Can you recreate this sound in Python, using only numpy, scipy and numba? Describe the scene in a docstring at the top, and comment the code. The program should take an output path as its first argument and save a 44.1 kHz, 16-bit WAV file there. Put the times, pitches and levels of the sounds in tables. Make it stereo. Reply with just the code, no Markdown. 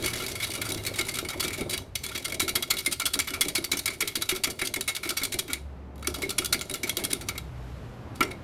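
"""Whisk wires rattle and drag on the wall of a plastic jug; thin batter surges and gulps under them.
Grainy contact noise rings the jug modes; surges and swirl drive its low modes; bubbles are rising tones.
A small hard kitchen answers with a noise tail. Outside, wavering tones are passing engines and shaped
noise is the street. A phone with two microphones tints, rounds and band-limits the sum."""
import sys
import numpy as np
from numba import njit
from scipy import signal
from scipy.fft import rfft, irfft, next_fast_len
from scipy.io import wavfile
from scipy.ndimage import uniform_filter1d

SR = 44100
rng = np.random.default_rng(int(sys.argv[2]) if len(sys.argv) > 2 else 0)


def file_out(sig):
    """Save sig as 16-bit WAV at sys.argv[1]."""
    # one column per channel
    cols = np.atleast_2d(sig).T
    # limit, then scale
    lim = np.clip(cols, -1, 1)
    pcm = np.round(lim * 32767).astype(np.int16)
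    wavfile.write(sys.argv[1], SR, pcm)


N = 371763

# Wires meeting the wall: peak t/s, level/dB, low range re level/dB, rise/ms, fall/ms (6 dB times)
TAPS = [(0.0267, -36, -1, 1.8, 1.7), (.051, -32.5, 2, 12.6, 2.6), (.0619, -26, -3, 2.5, 4.9),
        (.0803, -30, 2.5, 1.8, 6.1), (0.1404, -31.5, 2.5, 7.3, 3.5), (.192, -38, -4, 18, 7.7),
        (.2063, -37, 2, 8.8, 19), (.2404, -40, 6, 3.8, 8.7), (.2658, -31, -13, 2.4, 3.2),
        (.283, -34, -2, 1.5, 10), (.321, -35, -3, 6, 3), (0.3558, -35.5, -1, 2.8, 9.1),
        (.402, -37, 2, 1.7, 14), (.4346, -30, -3, 11.5, 6.5), (0.4496, -30, -5, 10.4, 2.9),
        (0.504, -34.5, -8, 2.3, 5.6), (.522, -36, 1, 6.8, 2.1), (.539, -32, -3, 2, 3.1),
        (.5533, -32, -5, 2.2, 2.4), (0.584, -48, 4, 3.1, 4.2), (0.6192, -28.5, 0.5, 4.3, 5.2),
        (0.655, -36, 1, 3.8, 16), (.6936, -32.5, -2, 4.6, 2), (.7069, -33.5, -1, 8.3, 3.5),
        (0.721, -27.5, -6, 1.7, 2.2), (.7474, -31, -9, 2.1, 2.2), (.78, -40, -1, 6.9, 3),
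        (0.838, -41, 0, 2.2, 3.5), (.8519, -35, -4, 1.8, 4.7), (0.8668, -27.5, -1, 2.5, 10),
        (.94, -39, 1, 1.8, 8.6), (.962, -37.5, 0, 4.5, 7.6), (0.9938, -26.5, 1.5, 6, 5.5),
        (1.013, -27, -1, 2.8, 2), (1.0693, -43, 0, 1.8, 5.6), (1.093, -31, 0, 8.1, 5.1),
        (1.144, -32, -4, 4.8, 4.1), (1.1567, -32, -1, 3.2, 5.3), (1.172, -36.5, 1, 2.6, 4),
        (1.189, -26, -4.5, 1.9, 3.2), (1.2514, -39.5, 6, 3.1, 4.9), (1.2895, -34, -0.5, 3, 9.8),
        (1.3038, -36.5, 1, 1.3333, 9.4), (1.3391, -49, 14.5, 9.8, 3.6), (1.4, -31.5, -3, 2.9, 5.6),
        (1.4066, -26, -8, 3.4, 4), (1.431, -34, 3, 5, 2.3), (1.438, -31.5, 1, 2.3, 8.9),
        (1.4531, -31.5, -6, 7.1, 4.6), (1.481, -31.5, -6, 1.5, 5.3), (1.509, -39, 8, 4.1, 2.7),
        (1.5367, -34.5, 0, 6.5, 12.4), (1.5833, -38.5, -1.5, 6, 21), (1.6102, -34, -2, 1.8, 3.1),
        (1.701, -32, -8, 5.9, 2.9), (1.7101, -31.5, -9, 3.3, 12), (1.7412, -30, 1, 11.3, 6.8),
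        (1.7784, -28.5, -9, 1.3, 1.5), (1.9575, -25.5, -5.5, 3.5, 2.7), (2.042, -32, -3, 6.4, 10),
        (2.065, -30, -8, 1.3, 1.3), (2.096, -38.5, 2, 9.8, 4.1), (2.1203, -44.5, 9, 6.2, 2.1),
        (2.1613, -31.5, 2, 11.6, 4.6), (2.178, -32, 0, 1.6, 3.3), (2.2265, -44, -1, 2.4, 4.6),
        (2.2577, -28, -5, 10.4, 3.5), (2.284, -35, 2, 3.2, 1.8), (2.3035, -40, 0, 7.8, 5.5),
        (2.323, -32.5, 3.5, 1.4, 4.2), (2.3485, -33, -9, 5.5, 3.7), (2.3995, -25.5, -2.5, 2.5, 5),
        (2.4037, -23, -1, 2.5, 5.9), (2.42, -30, -3.5, 3.1, 12), (2.4802, -28, 1.5, 1.1, 5.9),
        (2.4937, -25, -8, 2.5, 3.5), (2.558, -21, -2.5, 4.3, 6.4), (2.626, -25.5, -20, 1.7, 3.8),
        (2.639, -38, 4.5, 9.6, 1.2), (2.713, -19.5, -3.5, 8.7, 3.2), (2.7693, -32.5, -6, 1.2, 6.4),
        (2.7923, -29.5, -7.5, 8.6, 6.2), (2.8064, -35.5, -4, 2.1, 3.4), (2.863, -22, -3, 2.3, 5.1),
        (2.9161, -35, -4, 3.8, 4.8), (2.9283, -26, -10.5, 5.3, 5.7), (2.9994, -27.5, 0, 1.8, 6.3),
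        (3.0198, -33, 4.5, 2.5, 5), (3.0565, -24, -8, 1.5, 5), (3.0686, -25, -5.5, 6.5, 5.1),
        (3.1428, -24, -8.5, 6.9, 3.1), (3.1572, -33, 4.5, 4.5, 1.8), (3.1922, -25.5, 0, 2.1, 5),
        (3.201, -24, -3, 2.1, 3.6), (3.279, -33.5, 3.5, 6.1, 11), (3.3064, -30.5, -2, 1.5, 1.8),
        (3.3418, -32, 2, 6, 10.3), (3.411, -20, -3, 1.85, 7.8), (3.4556, -36.5, -2, 7.3, 2.3),
        (3.485, -27.5, -5, 1.6, 6.4), (3.5563, -23, -2, 4.4, 8.4), (3.5827, -31, -1, 3.6, 3.6),
        (3.6444, -27.5, -4, 3.3, 5.9), (3.7197, -21.5, -2.5, 3.5, 3.7), (3.734, -32, 3.5, 4.6, 6.4),
        (3.772, -30.5, -5, 2, 7.5), (3.795, -28.5, -6.5, 4.7, 3), (3.8584, -22.5, -4, 1.1, 5.4),
        (3.885, -30, 2.5, 8.3, 2.6), (3.905, -40, 5, 3.3, 8.3), (3.9392, -42, -1, 7.2, 9.8),
        (4.0097, -25, 0, 4.2, 6.8), (4.0258, -29.5, 2.5, 5.7, 2.6), (4.078, -26.5, -6, 3.4, 6.1),
        (4.156, -24.5, -3, 1.9, 7.9), (4.214, -36, 1, 2, 5), (4.2235, -25.5, -5, 3.2, 4.3),
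        (4.2936, -23.5, -4, 3.4, 9.6), (4.3156, -31, 3, 2.9, 5.5), (4.3514, -35.5, 1, 2.1, 4),
        (4.3617, -31.5, -2, 2.8, 7.7), (4.438, -23, -1.5, 1.6, 6.3), (4.446, -24.5, -7, 3.3, 4.3),
        (4.4753, -34, 3, 4.1, 3.6), (4.503, -33, -5.5, 3.2, 7.8), (4.5959, -34, 3, 5.2, 6.5),
        (4.6207, -30, 9.5, 6.2, 3.4), (4.659, -31.5, -11, 10, 5.2), (4.674, -27, -8, 2.6, 2.7),
        (4.7423, -25.5, 0, 3.1, 1.4), (4.766, -31, 3.5, 6.6, 3), (4.8102, -24.5, -7, 1.25, 2.7),
        (4.8809, -28, 1.5, 3.4, 5.5), (4.89, -29, 0, 4, 9.1), (4.9517, -29.5, -14.5, 2.3, 8.2),
        (4.9672, -28.5, -0.5, 1.9, 2.6), (5.0371, -35, 1.5, 5.8, 7.8), (5.0562, -37.5, 4.5, 5.8, 12),
        (5.094, -24.5, -6.5, 3.3, 5.3), (5.1058, -25, -4, 1.8, 3.9), (5.176, -26.5, -5, 7.1, 6.9),
        (5.201, -39.5, 2.5, 2.7, 5.3), (5.22, -40, 7.5, 5.2, 9), (5.237, -25, -13.5, 3.3, 7.9),
        (5.252, -26, -7, 1.4, 3.1), (5.3254, -30, -3, 4, 6.7), (5.343, -29, -5, 2.8, 2.7),
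        (5.3952, -23.5, -8.5, 6.7, 3.6), (5.4825, -42.5, 7.5, 3.2, 6.5), (5.504, -41.5, 5, 6.2, 22),
        (5.533, -23.5, -4.5, 1.3, 3.5), (5.958, -55, -13.5, 1, 3), (5.9814, -56, -8, 1.8, 1.6),
        (5.9965, -56, -7, 1.7, 1.5), (6.0311, -43.5, 5, 5.5, 1.6), (6.0474, -47.5, 13.5, 2.4, 4.6),
        (6.0735, -22.5, -2.5, 1.9, 1.9), (6.1456, -32.5, -7, 3.9, 6.3), (6.221, -33.5, 2, 1.9, 11),
        (6.228, -32.5, -2, 1.8, 4.3), (6.2946, -29.5, -15, 2.5, 3.2), (6.3058, -27, -9.5, 2.6, 4.5),
        (6.388, -19, -5.5, 5.3, 2.2), (6.424, -41, 5, 4.9, 4.9), (6.448, -28, -13, 2, 2.6),
        (6.459, -26.5, -10, 2.6, 4.2), (6.5294, -19, -3, 3.5, 5.7), (6.546, -30.5, 3, 2.9, 3.3),
        (6.5932, -38, -6, 1.8, 2.4), (6.612, -25, -5.5, 0.59, 0.48), (6.698, -35.5, 2.5, 1.5, 3.1),
        (6.7135, -34, -9, 2.5, 1.6), (6.7406, -29.5, -6, 1.5, 5.6), (6.756, -36, -2, 1.8, 5),
        (6.8344, -28.5, 0.5, 2.6, 6.7), (6.8792, -38, -1, 10, 9.4), (6.8955, -20.5, -6, 1.5, 2.5),
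        (6.971, -21, -8, 1.5, 1.7), (6.9998, -39.5, 2.5, 14, 13), (7.0398, -28.5, -7.5, 1.7, 7.2),
        (7.051, -25, -3, 2.1, 2.7), (7.117, -34.5, 4, 14, 2.7), (7.133, -23, -7, 2.9, 2.2),
        (7.2139, -37.5, 2, 3.7, 6.9), (7.2882, -26, 1.5, 1.7, 3.4), (7.3113, -51, 8, 2, 1.7),
        (7.3575, -52, 9, 5.4, 9), (7.381, -31, -6, 2.4, 1.7), (8.1582, -43.5, -4.5, 1.6, 3.1),
        (8.2086, -29, 15.5, 2.1, 3.4), (8.234, -31, 6, 6.6, 1.6), (8.2517, -49, 1, 3.4, 3.8),
        (8.3092, -55, 1, 3.6, 3.2), (8.3204, -44, 7.5, 11, 1)]
# Jug and wire modes by range: f/Hz, width/Hz, level/dB, mean lead of left/rad
LOW_MODES = [(1374, 65, 1.5, 0.93), (2159, 42, 1, 2.16), (2238, 87, 3, 0.73)]
MID_MODES = [(2881, 27, -10, 1.72), (3392, 61, -6, 0.83), (3851, 98, -2, 1.1), (4354, 200, -2.5, -3),
             (4580, 73, -7.5, 1.37), (4970, 140, -14.5, 2.5), (5620, 140, -11.5, 1.5)]
HIGH_MODES = [(6230, 210, -4.5, 2), (7260, 440, 0.5, 1.5), (8160, 198, -5, 9.5), (9080, 560, 1.5, -11),
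              (9550, 250, 5, -2.5), (10350, 290, 1.5, -3.4), (10930, 370, 0.5, 1.84),
              (11940, 230, 1.5, 9.5), (12500, 420, -5.5, -13.5)]
# Weight of the hollow mode below 2 kHz against the sharp ones: t/s, level/dB
HOLLOW = [(0, -6.5), (1.5, -3), (2.1, -8.5), (3.2, -4), (3.6, -11.5), (4.4, -5.5), (5.6, -5.5), (6.4, 5.5),
          (6.8, -7.5), (8.2, 6), (8.4, -28)]
# Bouts of stirring, one table each: t/s, wire drag level/dB, batter swirl level/dB
STIR_BOUTS = [
    [(0, -43.5, -40.5), (.46, -44.5, -44.5), (1.1, -47.5, -41.5), (1.62, -52.5, -43), (1.8, -55, -42.5),
     (1.9, -70, -61)],
    [(1.95, -53, -56), (2.15, -52, -46.5), (2.4, -58, -40.5), (3.0, -56, -53.5), (3.4, -52, -47),
     (4.4, -55.5, -52), (5.37, -56.5, -46), (5.62, -65, -52)],
    [(5.97, -72, -63), (6.2, -48, -42.5), (6.45, -58, -46), (6.7, -51.5, -49), (7.0, -58, -40.5),
     (7.3, -54, -50.5), (7.48, -70, -52)],
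    [(8.15, -56, -70), (8.43, -74, -70)],
]
# Modes of the full jug: f/Hz, width/Hz, level/dB, mean lead of left/rad
JUG_BODY_MODES = [(205, 32, -13, 0), (280, 21, -2, -0.79), (341.6, 39.5, -4, 0.2), (375, 33, 0.5, 0.31),
                  (434, 220, -4, 0.48), (595, 51, -4, -2)]
# Batter thrown against the wall: t/s, drive level/dB, favoured f/Hz
SURGES = [(0.05, -31, 374), (0.322, -37, 318), (0.493, -31.5, 334), (0.584, -30, 334), (0.756, -29.5, 334),
          (0.872, -35.5, 377), (0.993, -32, 374), (1.121, -35, 336), (1.227, -29.5, 331), (1.353, -35, 361),
          (1.417, -38, 320), (1.512, -34, 396), (1.667, -31, 363), (1.728, -35, 296), (2.152, -35, 277),
          (2.425, -26, 332), (2.567, -27, 362), (2.73, -29.5, 353), (2.874, -26.5, 269), (3.031, -33, 277),
          (3.162, -28, 277), (3.309, -31, 277), (3.456, -27.5, 275), (3.581, -27.5, 350),
          (3.733, -26.5, 275), (3.884, -32, 361), (4.025, -32, 374), (4.171, -29.5, 390), (4.321, -27, 374),
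          (4.474, -26.5, 277), (4.619, -26.5, 297), (4.765, -26.5, 277), (5.056, -30.5, 337),
          (5.213, -28.5, 278), (5.342, -27, 350), (5.485, -31, 273), (6.077, -27.5, 374), (6.23, -29, 377),
          (6.391, -28.5, 372), (6.546, -26.5, 355), (6.702, -30, 293), (6.837, -26.5, 270),
          (6.972, -31.5, 373), (7.038, -31, 207), (7.133, -33.5, 374), (7.286, -36, 202), (8.207, -19, 358),
          (8.318, -38, 296)]
# Large bubbles: t/s, level/dB (mean of both sides), starting f/Hz
GULPS = [(0.58, -32, 458), (0.915, -29, 460), (1.228, -32, 444), (1.36, -33, 463), (1.663, -29, 468)]
# Passing engines: start t/s, end t/s, first f/Hz, last f/Hz, level/dB
ENGINES = [(-.3, 1.094, 119.7, 97.9, -46.5), (1.1, 2.002, 95.9, 85.6, -51),
           (5.452, 6.307, 68.8, 69.4, -42.5), (6.25, 6.68, 71.4, 64.7, -45.5),
           (7.113, 8.0, 65.4, 58.2, -44), (7.4, 8.3, 127.3, 120, -46.5)]
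# Street spectrum before the level curves: f/Hz, relative density/dB
STREET_SPECTRUM = [(15, -29), (25, -8.5), (74, 6.5), (114, 4.5), (326, -18.5), (560, -23), (796, -25.5),
                   (887, -26), (2110, -34), (3250, -38.5), (9840, -53), (12500, -50), (16000, -88.5)]
# Street bass: t/s, level/dB
RUMBLE = [(0, -47), (1.27, -47), (1.69, -45), (2.32, -49.5), (3.73, -50), (4.93, -55), (5.63, -50),
          (6.76, -47.5), (7.96, -44.5), (8.43, -46.5)]
# Street above the bass, gain on its spectrum: t/s, tyre drone level/dB, hiss level/dB
HISS = [(0, -31.5, -21), (1.9, -36, -36), (3, -55, -41), (5.6, -36, -35), (5.95, -35, -42.5),
        (6.8, -33, -38), (7.4, -28.5, -31.5), (7.7, -31, -27), (8.1, -27.5, -32), (8.43, -30.5, -30.5)]
# Microphone colour: f/Hz, left minus right level/dB
MIC_BALANCE = [(60, -0.8), (130, -0.5), (250, 0), (500, 0.5), (1200, -2), (2400, 0.3), (4400, 0),
               (8100, -2), (15000, 1.5)]

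# low, middle, high range: unpitched share, drag offset, fall time re table
CRACK_DB, DRAG_OFFSET_DB, FALL_SHARE = (-13, -4, -4.5), (-7, -4, -4), (1.47, 1, 0.85)
HOLLOW_SPREAD_DB, SPOT_SPREAD_DB = 4.5, 4.5
# treble of a tap: stronger the harder and the more suddenly it lands
BRIGHT_DB, BRIGHT_PER_DB, BRIGHT_DB_PER_MS = 2.5, 0.01, -0.3275
SWELL_STEEPNESS = 4.2  # the first wires land suddenly, the rest pile up
RATTLE_DB, RATTLE_T60_S = -13, 0.11  # wires shiver on after a tap; T60 scaled by FALL_SHARE
# stray wires: level re drag, delay after a tap
TICKS_PER_S, TICK_DB, TICK_SPREAD_DB = 22, 1, 3.5
TICK_RISE_MS, TICK_FALL_MS, TICK_DELAY_S = 2.64, 5.5, (0.012, 0.0449)
# surge drive of a jug mode: gain, loss with distance from the favoured pitch, furthest distance counted
SURGE_GAIN_DB, SURGE_LOSS_DB_PER_HZ, SURGE_REACH_HZ = 3.1, 0.275, 36
SURGE_UPPER_DB = -2  # the two upper jug modes answer every surge
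SWIRL_MODE_DB = (-0.5, -1, -0.9, -1, 5.6, 3.0)
KITCHEN_T60_S, KITCHEN_DB, KITCHEN_DULL_HZ = 0.27, -12.5, 7000
ENGINE_SWELL_S = 0.18
ALIKE_HZ = 642  # corner above which left and right noise part
SOFT_HZ, TOP_HZ = 15000, 16500

T = np.arange(N) / SR
SIZE = next_fast_len(N + SR)
F = np.maximum(np.arange(SIZE // 2 + 1) * SR / SIZE, 1)


def undb(db):
    """Level/dB to amplitude ratio."""
    return np.exp(np.log(10) / 20 * np.asarray(db))


def unit(x):
    """Scale to unit RMS."""
    return x / np.sqrt(np.mean(x ** 2))


def shape(x, response):
    """Filter by a frequency response."""
    return irfft(rfft(x, SIZE) * response, SIZE)[..., :N]


def walk(rate_hz):
    """Random levels held 1 / rate and slewed twice; spread near 1."""
    k = int(SR / rate_hz)
    steps = np.repeat(rng.standard_normal(N // k + 1), k)
    return 1.3 * uniform_filter1d(uniform_filter1d(steps, k), k)[:N]


def curve(table, column):
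    """One column of a table over time, -120 dB outside it."""
    rows = np.array(table)
    return np.interp(T, rows[:, 0], rows[:, column], left=-120, right=-120)


def stir(column):
    """One column of the stirring bouts over time."""
    return np.max([curve(bout, column) for bout in STIR_BOUTS], axis=0)


def stereo_noise():
    """Noise alike left and right in the bass only, from mid and side noise."""
    apart = F ** 2 / (F ** 2 + ALIKE_HZ ** 2)
    mid, side = rng.standard_normal((2, N))
    mid = shape(mid, np.sqrt(1 - apart / 2))
    side = shape(side, np.sqrt(apart / 2))
    return mid + np.array([[1], [-1]]) * side


@njit(fastmath=True)
def ring(x, which, pole, gain):
    """Bank of one-pole complex modes; each event has its own poles and left and right gains."""
    out, z = np.zeros((2, len(x))), np.zeros((2, pole.shape[1]), np.complex128)
    for i in range(len(x)):
        for side in range(2):
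            for k in range(pole.shape[1]):
                z[side, k] = z[side, k] * pole[which[i], k] + x[i] * gain[side, which[i], k]
                out[side, i] += z[side, k].imag
    return out


def strike(x, which, modes, extra_db, detune=0.013, lead_spread_rad=1.0):
    """Drive a mode table with x; extra_db is events x modes, pitch and lead vary by event."""
    hz, width_hz, db, lead_rad = np.transpose(modes)
    chance = rng.standard_normal((len(extra_db), 2, len(modes)))
    fade = np.exp(-np.pi * width_hz / SR)
    pole = fade * np.exp(2j * np.pi * hz * (1 + detune * chance[:, 0]) / SR)
    # before the levels: unit noise in, unit power out
    size = undb(db + extra_db) * np.sqrt(2 * (1 - fade ** 2))
    turn = np.exp(0.5j * (lead_rad + lead_spread_rad * chance[:, 1]))
    return ring(x + 1e-18, which, pole, np.array([size * turn, size / turn]))  # offset avoids denormals


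def whisk():
    """Contacts ring the jug; each tap lands elsewhere, so the modes change weight tap by tap."""
    taps, out = np.array(TAPS), 0
    onset_s = taps[:, 0] - taps[:, 3] / 1000
    which = np.maximum(np.searchsorted(onset_s, T) - 1, 0)
    hollow_db = np.interp(taps[:, :1], *np.transpose(HOLLOW))
    hollow_db = hollow_db + HOLLOW_SPREAD_DB * rng.standard_normal((len(taps), 1))
    for force, modes, crack_db in zip(contact_force(), (LOW_MODES, MID_MODES, HIGH_MODES), CRACK_DB):
        hz, _, db, _ = np.transpose(modes)
        spot_db = SPOT_SPREAD_DB * rng.standard_normal((len(taps), len(modes))) * (hz > 2000)
        spot_db = spot_db + hollow_db * (hz < 2000)
        # same total strength for every tap
        spot_db -= 10 * np.log10(np.sum(undb(2 * (db + spot_db)), axis=1, keepdims=True))
        out = out + strike(force * chatter(), which, modes, spot_db)
        band = signal.butter(1, [0.77 * hz[0], 1.195 * hz[-1]], "bandpass", fs=SR, output="sos")
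        crack = signal.sosfilt(np.vstack([band] * 3), force * np.array([chatter(), chatter()]))
        out = out + undb(crack_db) * np.sqrt(SR / (hz[-1] - hz[0])) * crack
    return out


def contact_force():
    """Envelopes, range x time: taps swell steeply, die away and shiver on; the drag fills in."""
    power = np.zeros((3, N))
    for s, db, low_db, rise_ms, fall_ms in np.vstack([TAPS, ticks()]):
        high_db = BRIGHT_DB + BRIGHT_PER_DB * (db + 28) + BRIGHT_DB_PER_MS * rise_ms
        range_db = db + np.array([[low_db], [0], [high_db]])
        a = max(int((s - 0.025) * SR), 0)
        ms = 1000 * (T[a:a + SR // 9] - s)
        # power ratios: -12 here is a 6 dB drop in level
        swell = undb(-12 * (np.maximum(-ms, 0) / max(rise_ms, 0.3)) ** SWELL_STEEPNESS)
        after_ms = np.maximum(ms, 0) / np.array(FALL_SHARE)[:, None]
        dying = undb(-12 * after_ms / max(fall_ms, 0.5))
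        shiver = undb(2 * (RATTLE_DB - 60 * after_ms / 1000 / RATTLE_T60_S))
        power[:, a:a + len(ms)] += undb(2 * range_db) * swell * (dying + shiver)
    drag_db = stir(1) + 1.4 * walk(60)
    drag_power = undb(2 * (drag_db + np.array(DRAG_OFFSET_DB)[:, None]))
    return np.sqrt(power + drag_power)


def ticks():
    """Stray wires follow a tap to the wall, louder with stronger stirring; rows as TAPS."""
    pick, late, size, low = rng.random((int(N / SR * TICKS_PER_S), 4)).T
    tap_s = np.array(TAPS)[(pick * len(TAPS)).astype(int), 0]
    when_s = tap_s + np.interp(late, [0, 1], TICK_DELAY_S)
    db = np.interp(when_s, T, stir(1)) + TICK_DB - TICK_SPREAD_DB * np.log(1 - size)
    return np.transpose([when_s, db, 8 * low - 4, TICK_RISE_MS + 0 * db, TICK_FALL_MS + 0 * db])


def chatter(scatter_db=2.0, grain_ms=1.1):
    """Dense wire contacts: noise in short grains of unequal size."""
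    k = int(grain_ms * SR / 1000)
    grain = undb(scatter_db * rng.exponential(size=N // k + 1))
    size = uniform_filter1d(np.repeat(grain, k)[:N], k)
    return unit(size * rng.standard_normal(N))


def batter(push_s=0.0041, slop_t60_s=0.32, slop_db=-13):
    """Surges shove the low modes of the full jug and slop on; swirl stirs them steadily; bubbles burst."""
    t, rows = T[:SR // 4], np.array(SURGES)
    push, noise = np.zeros(N + len(t)), rng.standard_normal(N + len(t))
    shove = 0.26 * np.sin(2 * np.pi * 318 * t) * np.exp(-t / push_s) * (1 - np.exp(-t / push_s))
    slop = undb(slop_db - 60 * t / slop_t60_s)
    for s, db in rows[:, :2]:
        a = int(s * SR)
        push[a:a + len(t)] += undb(db) * (shove + slop * noise[a:a + len(t)])
    which = np.maximum(np.searchsorted(rows[:, 0], T) - 1, 0)
    off_hz = np.abs(rows[:, 2:] - np.array(JUG_BODY_MODES)[:, 0])
    drive_db = SURGE_GAIN_DB - SURGE_LOSS_DB_PER_HZ * np.minimum(off_hz, SURGE_REACH_HZ)
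    drive_db[:, -2:] = SURGE_UPPER_DB
    surges = strike(push[:N], which, JUG_BODY_MODES, drive_db, detune=0.022, lead_spread_rad=0.22)
    swirl_db = stir(2)
    swirl = undb(swirl_db - 10.5 + 4.35 * walk(30)) * rng.standard_normal(N)
    steady = strike(swirl, 0 * which, JUG_BODY_MODES, np.array([SWIRL_MODE_DB]),
                    detune=0, lead_spread_rad=0)
    return steady + bubbles(swirl_db) + surges


def bubbles(swirl_db, per_s=22, cycles=6, glide=0.6, size_db=8):
    """Air in the batter bursts in short rising gulps, many small and a few large, all leaning right."""
    out, t = np.zeros((2, N + SR)), T[:SR // 25]
    when, pitch, size, pan = rng.random((int(N / SR * per_s), 4)).T
    small_db = swirl_db[(when * N).astype(int)] + size_db - 8.9 * size
    small = np.transpose([when * N / SR, small_db, 380 * 2.6 ** pitch])
    pans = np.append(pan, np.full(len(GULPS), 0.5))
    for (s, db, hz), side in zip(np.vstack([small, GULPS]), pans):
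        a, turns = int(s * SR), hz * t
        tone = np.sin(2 * np.pi * turns * (1 + glide * turns / cycles / 2))
        gulp = tone * np.exp(-3 * turns / cycles)
        side_db = np.array([[3], [-3]]) * (2 * side - 3.0)
        out[:, a:a + len(t)] += undb(db + side_db) * gulp
    return out[:, :N]


def kitchen(x):
    """Walls answer with a decaying, dulled noise tail, differing left and right above the bass."""
    t = T[:SR // 2]
    tail = stereo_noise()[:, :len(t)] * undb(-60 * t / KITCHEN_T60_S) * (1 - np.exp(-t / 0.00074))
    tail = undb(KITCHEN_DB) * tail / np.sqrt(np.sum(tail ** 2) / 2)
    return shape(x, 1 + rfft(tail, SIZE) / (1 + 1j * F / KITCHEN_DULL_HZ))


def engines(waver=0.0209, rough_db=2.0):
    """Distant drones: sines that swell, glide (mostly down) and fade, wavering in pitch and level."""
    out = 0
    for start_s, end_s, first_hz, last_hz, db in ENGINES:
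        hz = np.interp(T, [start_s, end_s], [first_hz, last_hz]) * (1 + waver * walk(25))
        phase = 2 * np.pi * np.cumsum(hz) / SR
        swell = np.clip(np.minimum(T - start_s, end_s - T) / ENGINE_SWELL_S, 0, 1)
        out = out + np.sqrt(2) * swell * undb(db + rough_db * walk(5.5)) * np.sin(phase)
    return out


def street():
    """Traffic through the house: shaped noise whose rumble, tyre drone and hiss swell apart."""
    hz, db = np.transpose(STREET_SPECTRUM)
    x = shape(stereo_noise(), undb(np.interp(np.log(F), np.log(hz), db)))
    low = shape(x, 1 / (1 + (F / 250) ** 4))
    below_hiss = shape(x, 1 / (1 + (F / 2000) ** 2))
    rumble = low * undb(curve(RUMBLE, 1))
    drone = (below_hiss - low) * undb(curve(HISS, 1) + 2.1 * walk(2.14))
    hiss = (x - below_hiss) * undb(curve(HISS, 2))
    return (rumble + drone + hiss) / np.sqrt(np.mean(low ** 2))


def scene():
    """Whisk and batter in the kitchen, engines and street outside."""
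    return kitchen(whisk() + batter()) + engines() + street()


def record(dry):
    """Microphones differ a little in colour; the phone rounds peaks, fades the top and cuts it off."""
    hz, db = np.transpose(MIC_BALANCE)
    tilt_db = np.interp(np.log(F), np.log(hz), db) * np.array([[0.5], [-0.5]])
    rounded = np.tanh(1.25 * shape(dry, undb(tilt_db))) / 1.25
    soft = signal.sosfilt(signal.butter(6, SOFT_HZ, fs=SR, output="sos"), rounded)
    return signal.sosfilt(signal.ellip(10, 0.2, 80, TOP_HZ, fs=SR, output="sos"), soft)


dry = scene()
out = record(dry)
file_out(out)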